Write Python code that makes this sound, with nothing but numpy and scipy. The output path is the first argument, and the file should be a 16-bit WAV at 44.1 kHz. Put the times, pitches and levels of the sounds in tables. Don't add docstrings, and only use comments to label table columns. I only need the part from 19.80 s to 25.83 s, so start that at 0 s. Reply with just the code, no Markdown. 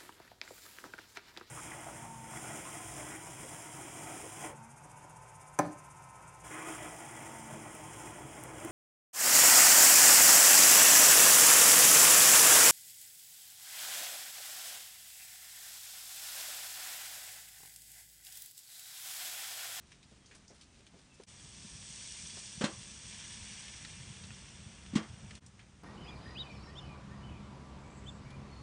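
import sys
import numpy as np
from scipy import signal
from scipy.fft import rfft, irfft, next_fast_len
from scipy.io import wavfile

SR = 44100
rng = np.random.default_rng(int(sys.argv[2]) if len(sys.argv) > 2 else 0)


def to_wav(sig):
    pcm = np.clip(np.atleast_2d(sig), -1, 1) * 32767
    pcm = np.round(pcm).astype(np.int16)
    wavfile.write(sys.argv[1], SR, pcm.T)


N = 266143
TIME_S = np.arange(N) / SR
STOVE_START_S, STOVE_END_S = 1.462, 5.601
STOVE_NEAR = (TIME_S > STOVE_START_S) & (TIME_S < STOVE_END_S)
BAND_LIMIT_HZ = 10050


def gain(db):
    return 10 ** (np.asarray(db) / 20)


def unit_rms(x):
    return x / np.sqrt(np.mean(x ** 2) + 1e-20)


def curve_at(points, hz):
    point_hz, value = np.transpose(points)
    return np.interp(np.log(hz + 1), np.log(point_hz + 1), value)


def add(mix, start_s, sound):
    part = mix[round(start_s * SR):][:len(sound)]
    part += sound[:len(part)]


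def coloured(x, colour_db):
    size = next_fast_len(len(x))
    response = gain(colour_db(np.fft.rfftfreq(size, 1 / SR)))
    return unit_rms(irfft(rfft(x, size) * response, size)[:len(x)])


def hump(hz, centre_hz, skirt_db):
    octaves = np.log2((hz + 1) / centre_hz)
    return -skirt_db * (np.sqrt(1 + 4 * octaves ** 2) - 1) / (np.sqrt(5) - 1)


def wander(per_s):
    return np.interp(TIME_S * per_s, np.arange(2048), rng.standard_normal(2048))


def pops(per_s, spread_db):
    size = gain(spread_db * np.minimum(rng.exponential(1, N), 4.5))
    return unit_rms(size * rng.standard_normal(N) * (rng.random(N) < per_s / SR))


def bursts(rows, grain, rise_s, ripple_db):
    out, t = np.zeros(N), np.arange(SR // 4) / SR
    ripple_hz = np.linspace(0, BAND_LIMIT_HZ, 45)
    for start_s, db, centre_hz, decay_s, skirt_db in rows:
        resonance_db = ripple_db * rng.uniform(-0.58, 1, len(ripple_hz))
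        noise = coloured(rng.standard_normal(len(t)),
                         lambda hz: hump(hz, centre_hz, skirt_db) + np.interp(hz, ripple_hz, resonance_db))
        fractures = rng.uniform(.3, 1, len(t)) * (rng.random(len(t)) < 220 / SR)
        fractures[0] = 1
        ticks = np.sqrt(signal.lfilter([1], [1, -np.exp(-1 / (.0012 * SR))], fractures ** 2))
        roughness = 1 - grain + 2 * grain * ticks
        envelope = (1 - np.exp(-t / rise_s)) * np.exp(-t / decay_s)
        add(out, start_s, gain(db) * envelope / envelope.max() * roughness * noise)
    return out


def shelter_echo(x, t60_s):
    t = np.arange(SR // 3) / SR
    taps = rng.standard_normal(len(t)) * (rng.random(len(t)) < .05)
    taps *= (t > .004) * gain(-60 * t / t60_s)
    return signal.fftconvolve(x, taps / np.linalg.norm(taps))[:N]


# f/Hz, level/dB
AIR_SPECTRUM = [(20, -18), (50, 5.5), (110, 1.5), (200, 0), (300, -5.5), (500, -13.5), (1000, -14.5),
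                (3400, -17), (4500, -20.5), (6000, -17), (7500, -21), (9300, -19.5), (10000, -79)]

def air():
    wash = coloured(rng.standard_normal(N), lambda hz: curve_at(AIR_SPECTRUM, hz))
    wash *= gain(-62.5 + 0.38 * wander(26))
    rustle = coloured(pops(per_s=500, spread_db=3), lambda hz: hump(hz, centre_hz=3000, skirt_db=4))
    return wash + rustle * gain(-78.5 + 2 * np.tanh(wander(21)))


def sawing(strokes_per_s=4.59, first_stroke_s=0.11, level_db=-73, swing_db=5):
    stroke = np.cos(2 * np.pi * strokes_per_s * (TIME_S - first_stroke_s))
    rasp = coloured(pops(per_s=2200, spread_db=-0.5), lambda hz: hump(hz, centre_hz=4000, skirt_db=4.5))
    return rasp * gain(level_db + swing_db * stroke) * (TIME_S < STOVE_START_S)


# t/s, level/dB, centre f/Hz, decay/s, skirt/dB
CRUST_CRACKS = [(.118, -53.5, 2740, 0.014, 7), (.229, -58, 3520, 0.014, 9), (.459, -57, 5440, .025, 13),
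                (.512, -57.5, 2280, 0.029, 7), (.549, -50, 5500, 0.017, -0.5), (.679, -57, 5900, 0.028, 32),
                (.745, -62, 6000, 0.04, 2), (.811, -53.5, 3800, .022, 7.5),
                (1.0665, -54.5, 3280, 0.0099, 6.5), (1.342, -62.5, 6500, 0.02, 14),
                (1.4355, -51, 5230, 0.002, 7)]

def crust():
    return bursts(CRUST_CRACKS, grain=.38, rise_s=.0007, ripple_db=6)


# t/s, level/dB, centre f/Hz, decay/s
BOARD_BUMPS = [(.314, -58.5, 230, 0.018), (0.498, -67, 400, 0.07), (0.702, -58, 380, 0.024),
               (0.994, -63, 255, .02), (1.133, -56.5, 218, 0.026), (1.397, -53.5, 398, 0.0091)]

def bumps(skirt_db=6.5):
    return bursts([(*row, skirt_db) for row in BOARD_BUMPS], grain=0, rise_s=.003, ripple_db=3)


# t/s, start f/Hz, level/dB
BIRD_WHISTLES = [(.35, 3440, -73), (.83, 2680, -72), (1.24, 2800, -68.5)]

def bird(length_s=.15, fall_ratio=.11):
    out = np.zeros(N)
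    for start_s, start_hz, db in BIRD_WHISTLES:
        hz = start_hz * np.linspace(1, 1 - fall_ratio, round(length_s * SR))
        add(out, start_s, gain(db) * np.sin(2 * np.pi * np.cumsum(hz) / SR) * np.hanning(len(hz)))
    return shelter_echo(out * (1 + .7 * wander(250)), t60_s=.2)


# t/s, heating/s, hold/s, fizz level/dB, spit level/dB
SLICE_STEAM = [(1.397, 0.84, 0.35, -48, -57.5), (3.085, 0.22, 0.5, -51.5, -55.5)]

def steam(fine, rest_db, dry_db_per_s, cold_db=-13):
    power = np.full(N, gain(rest_db) ** 2)
    for start_s, heating_s, hold_s, fizz_db, spit_db in SLICE_STEAM:
        full_db = fizz_db if fine else spit_db
        coldness = np.maximum(1 - (TIME_S - start_s) / heating_s, 0)
        drying_s = np.maximum(TIME_S - start_s - heating_s - hold_s, 0)
        power += gain(full_db + cold_db * coldness - dry_db_per_s * drying_s) ** 2
    return np.sqrt(power)


# f/Hz, level/dB
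HISS_SPECTRUM = [(300, -19.5), (700, -16), (1000, -7.5), (1300, -8.5), (1700, 0.5), (2900, 3), (3500, 1),
                 (3850, -4), (4800, -5.5), (5300, 0), (6400, -2.5), (7300, -6), (9300, -6), (10000, -16.5)]
# f/Hz, width/Hz, level/dB
HISS_RESONANCES = [(936, 82, 11.5), (2380, 70, 3.5), (2772, 63, 3.5), (3410, 200, 4.5), (4480, 210, 5.5),
                   (5090, 16, 8.5), (5560, 170, 0.5), (5850, 180, 8), (5960, 35, -9), (6790, 84, 8),
                   (7780, 97, 9), (8230, 320, 7.5), (9140, 200, 5)]

def hiss(fine, pops_per_s, split_hz=4000):
    def colour_db(hz):
        peaks_db = sum(db / (1 + (2 * (hz - peak_hz) / width_hz) ** 2)
                       for peak_hz, width_hz, db in HISS_RESONANCES)
        slope = ((hz + 1) / split_hz) ** 8
        crossover_db = -10 * np.log10(1 + (1 / slope if fine else slope))
        return curve_at(HISS_SPECTRUM, hz) + peaks_db + crossover_db
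    return coloured(rng.standard_normal(N) + 0.65 * pops(pops_per_s, spread_db=3), colour_db)


def near_reflections(x, t60_s, wet_db):
    t = np.arange(SR // 16) / SR
    taps = rng.standard_normal(len(t)) * (t > .0015) * gain(-60 * t / t60_s)
    wet = signal.fftconvolve(x, taps / np.linalg.norm(taps))[:N]
    return (x + gain(wet_db) * wet) / np.sqrt(1 + gain(wet_db) ** 2)


def sizzle():
    fizz = hiss(fine=True, pops_per_s=3000) * steam(fine=True, rest_db=-64.5, dry_db_per_s=9.5)
    spit = hiss(fine=False, pops_per_s=900) * steam(fine=False, rest_db=-66.5, dry_db_per_s=7.5)
    sputter = gain(0.38 * wander(35))
    return near_reflections((fizz + spit) * sputter, t60_s=.045, wet_db=-8) * STOVE_NEAR


# f/Hz, level/dB
FIRE_SPECTRUM = [(20, -42.5), (45, -7), (70, 1), (110, -0.5), (165, -2.5), (210, -2), (250, -16.5),
                 (400, -19), (700, -22), (1500, -23.5), (5000, -41.5)]

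def fire(start_db=-58.5, draught_db_per_s=1.29, end_db=-60.5, flutter_db=4, flutter_below_hz=260):
    roar = coloured(rng.standard_normal(N), lambda hz: curve_at(FIRE_SPECTRUM, hz))
    deep = signal.sosfiltfilt(signal.butter(2, flutter_below_hz, fs=SR, output="sos"), roar)
    flames = deep * gain(flutter_db * np.tanh(wander(25))) + (roar - deep)
    near_gain = gain(start_db + draught_db_per_s * (TIME_S - STOVE_START_S)) * STOVE_NEAR
    return flames * (near_gain + gain(end_db) * (TIME_S > STOVE_END_S))


# t/s, level/dB, f/Hz
FLAME_PUFFS = [(1.648, -47.5, 123), (1.852, -44, 184), (1.954, -44, 144), (2.107, -43.5, 171),
               (2.781, -40.5, 167), (2.99, -44, 112), (4.209, -45, 113), (4.312, -43, 125), (5.31, -40, 97),
               (5.34, -43.5, 112)]

def puffs():
    out, t = np.zeros(N), np.arange(-SR // 32, SR // 32) / SR
    for peak_s, db, hz in FLAME_PUFFS:
        swing = np.sin(2 * np.pi * (hz * t + rng.random()))
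        add(out, peak_s + t[0], gain(db) * swing * np.exp(-(t * hz / 0.93) ** 2))
    return out


# t/s, level/dB, centre f/Hz, decay/s
STOVE_SNAPS = [(2.571, -49.5, 626, 0.011), (3.881, -45.5, 3000, 0.0043), (4.0493, -41.5, 2510, 0.0047),
               (4.437, -49, 3040, 0.016), (4.505, -50.5, 1690, 0.0062), (5.063, -51.5, 2500, 0.0045),
               (5.229, -52.5, 1440, 0.031), (5.508, -47.5, 2480, 0.0065), (5.5523, -47.5, 4350, 0.0066),
               (5.663, -54, 7400, 0.01), (5.793, -56, 2100, 0.026)]

def snaps(skirt_db=7):
    return bursts([(*row, skirt_db) for row in STOVE_SNAPS], grain=.3, rise_s=.0003, ripple_db=5)


def buckle(t, hz=220, width_s=0.0041, rise_s=0.00026):
    from_peak_s = t - 1 / hz
    envelope = np.exp(-(from_peak_s / width_s) ** 2) * (1 - np.exp(-t / rise_s))
    return np.cos(2 * np.pi * hz * from_peak_s) * envelope


# f/Hz, level/dB, t60/s
BOX_MODES = [(128, -17, 0.077), (166, -5.5, 0.13), (216.8, -4, 0.17), (262, -31, 0.017), (322, -4.5, 0.21),
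             (362.3, -9.5, 0.15), (424, -17, 0.15)]

def box_boom(t, rise_s=0.017):
    modes = sum(gain(db - 60 * t / t60_s) * np.cos(2 * np.pi * hz * t) for hz, db, t60_s in BOX_MODES)
    return modes * (1 - np.exp(-(t / rise_s) ** 2))


# f/Hz, relative level/dB, t60/s
PLATE_MODES = [(535, -1, .22), (581, -1, .19), (785, -6, .2), (940, -6, .2), (1037, .5, .26),
               (1150, -1, .27), (1576, -3, .19), (1825, -6, .2), (1990, -3, .2), (2138, -4, .19),
               (2692, -4, .2), (3203, 0, .18), (3620, -3, .14), (4124, -5, .12), (4194, -2, .16),
               (6550, -6, .12)]

def plate_ring(t):
    return sum((-1) ** k * gain(db - 60 * t / t60_s) * np.sin(2 * np.pi * hz * t)
               for k, (hz, db, t60_s) in enumerate(PLATE_MODES)) / 2


# f/Hz, level/dB
CLATTER_SPECTRUM = [(80, -31), (200, -4), (400, -2), (650, -6.5), (1100, -3), (2000, -0.5), (3000, 0),
                    (4300, -1.5), (6000, 0), (8000, -3), (10000, -11)]
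# f/Hz, t60/s
CLATTER_DECAY = [(200, 0.23), (1100, 0.28), (2500, 0.15), (5000, 0.12), (9000, 0.11)]

def clatter(t, tilt_db_per_oct):
    def colour_db(hz):
        return curve_at(CLATTER_SPECTRUM, hz) + tilt_db_per_oct * np.log2(np.clip(hz, 100, BAND_LIMIT_HZ))
    noise = coloured(rng.standard_normal(len(t)), colour_db)
    band_hz, age_s, bands = signal.stft(noise, SR, nperseg=256)
    decay = gain(-60 * age_s / curve_at(CLATTER_DECAY, band_hz)[:, None])
    return signal.istft(bands * decay, SR, nperseg=256)[1][:len(t)]


# t/s, thump/dB, boom/dB, clatter/dB, ring/dB, clatter tilt/(dB/oct), metal rise/s
STOVE_KNOCKS = [(2.809, -31, -28.5, -29.5, -41.5, -4, 0.0059), (2.8383, -20.5, -28, -31, -35, -0.5, 0.0026),
                (5.134, -30.5, -31, -49.5, -69, -3.5, 0.0025),
                (5.1532, -54, -30.5, -34, -44.5, -1.5, 0.0018),
                (5.1576, -16.5, -24.5, -34, -42, -2.5, 0.0078)]

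def knocks():
    out, t = np.zeros(N), np.arange(SR // 2) / SR
    thump, boom, ring = buckle(t), box_boom(t), plate_ring(t)
    for start_s, thump_db, boom_db, clatter_db, ring_db, tilt_db_per_oct, rise_s in STOVE_KNOCKS:
        metal = gain(clatter_db) * clatter(t, tilt_db_per_oct) + gain(ring_db) * ring
        metal *= 1 - np.exp(-t / rise_s)
        add(out, start_s, gain(thump_db) * thump + gain(boom_db) * boom + metal)
    return out


def scene():
    small_sounds = crust() + bumps() + snaps() + sawing()
    echo = gain(-11.5) * shelter_echo(small_sounds, t60_s=0.17)
    return (air() + bird() + fire() + puffs() + sizzle() + knocks() + small_sounds + echo)[None]


def record(dry, fade_s=.022):
    for dip_s in (STOVE_START_S, STOVE_END_S):
        dry = dry * np.clip(abs(TIME_S - dip_s) / fade_s, .1, 1) ** 1.3
    lowpass = signal.firwin(401, BAND_LIMIT_HZ, window=("kaiser", 8), fs=SR)
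    return signal.oaconvolve(dry, lowpass[None], "same")


dry = scene()
out = record(dry)
to_wav(out)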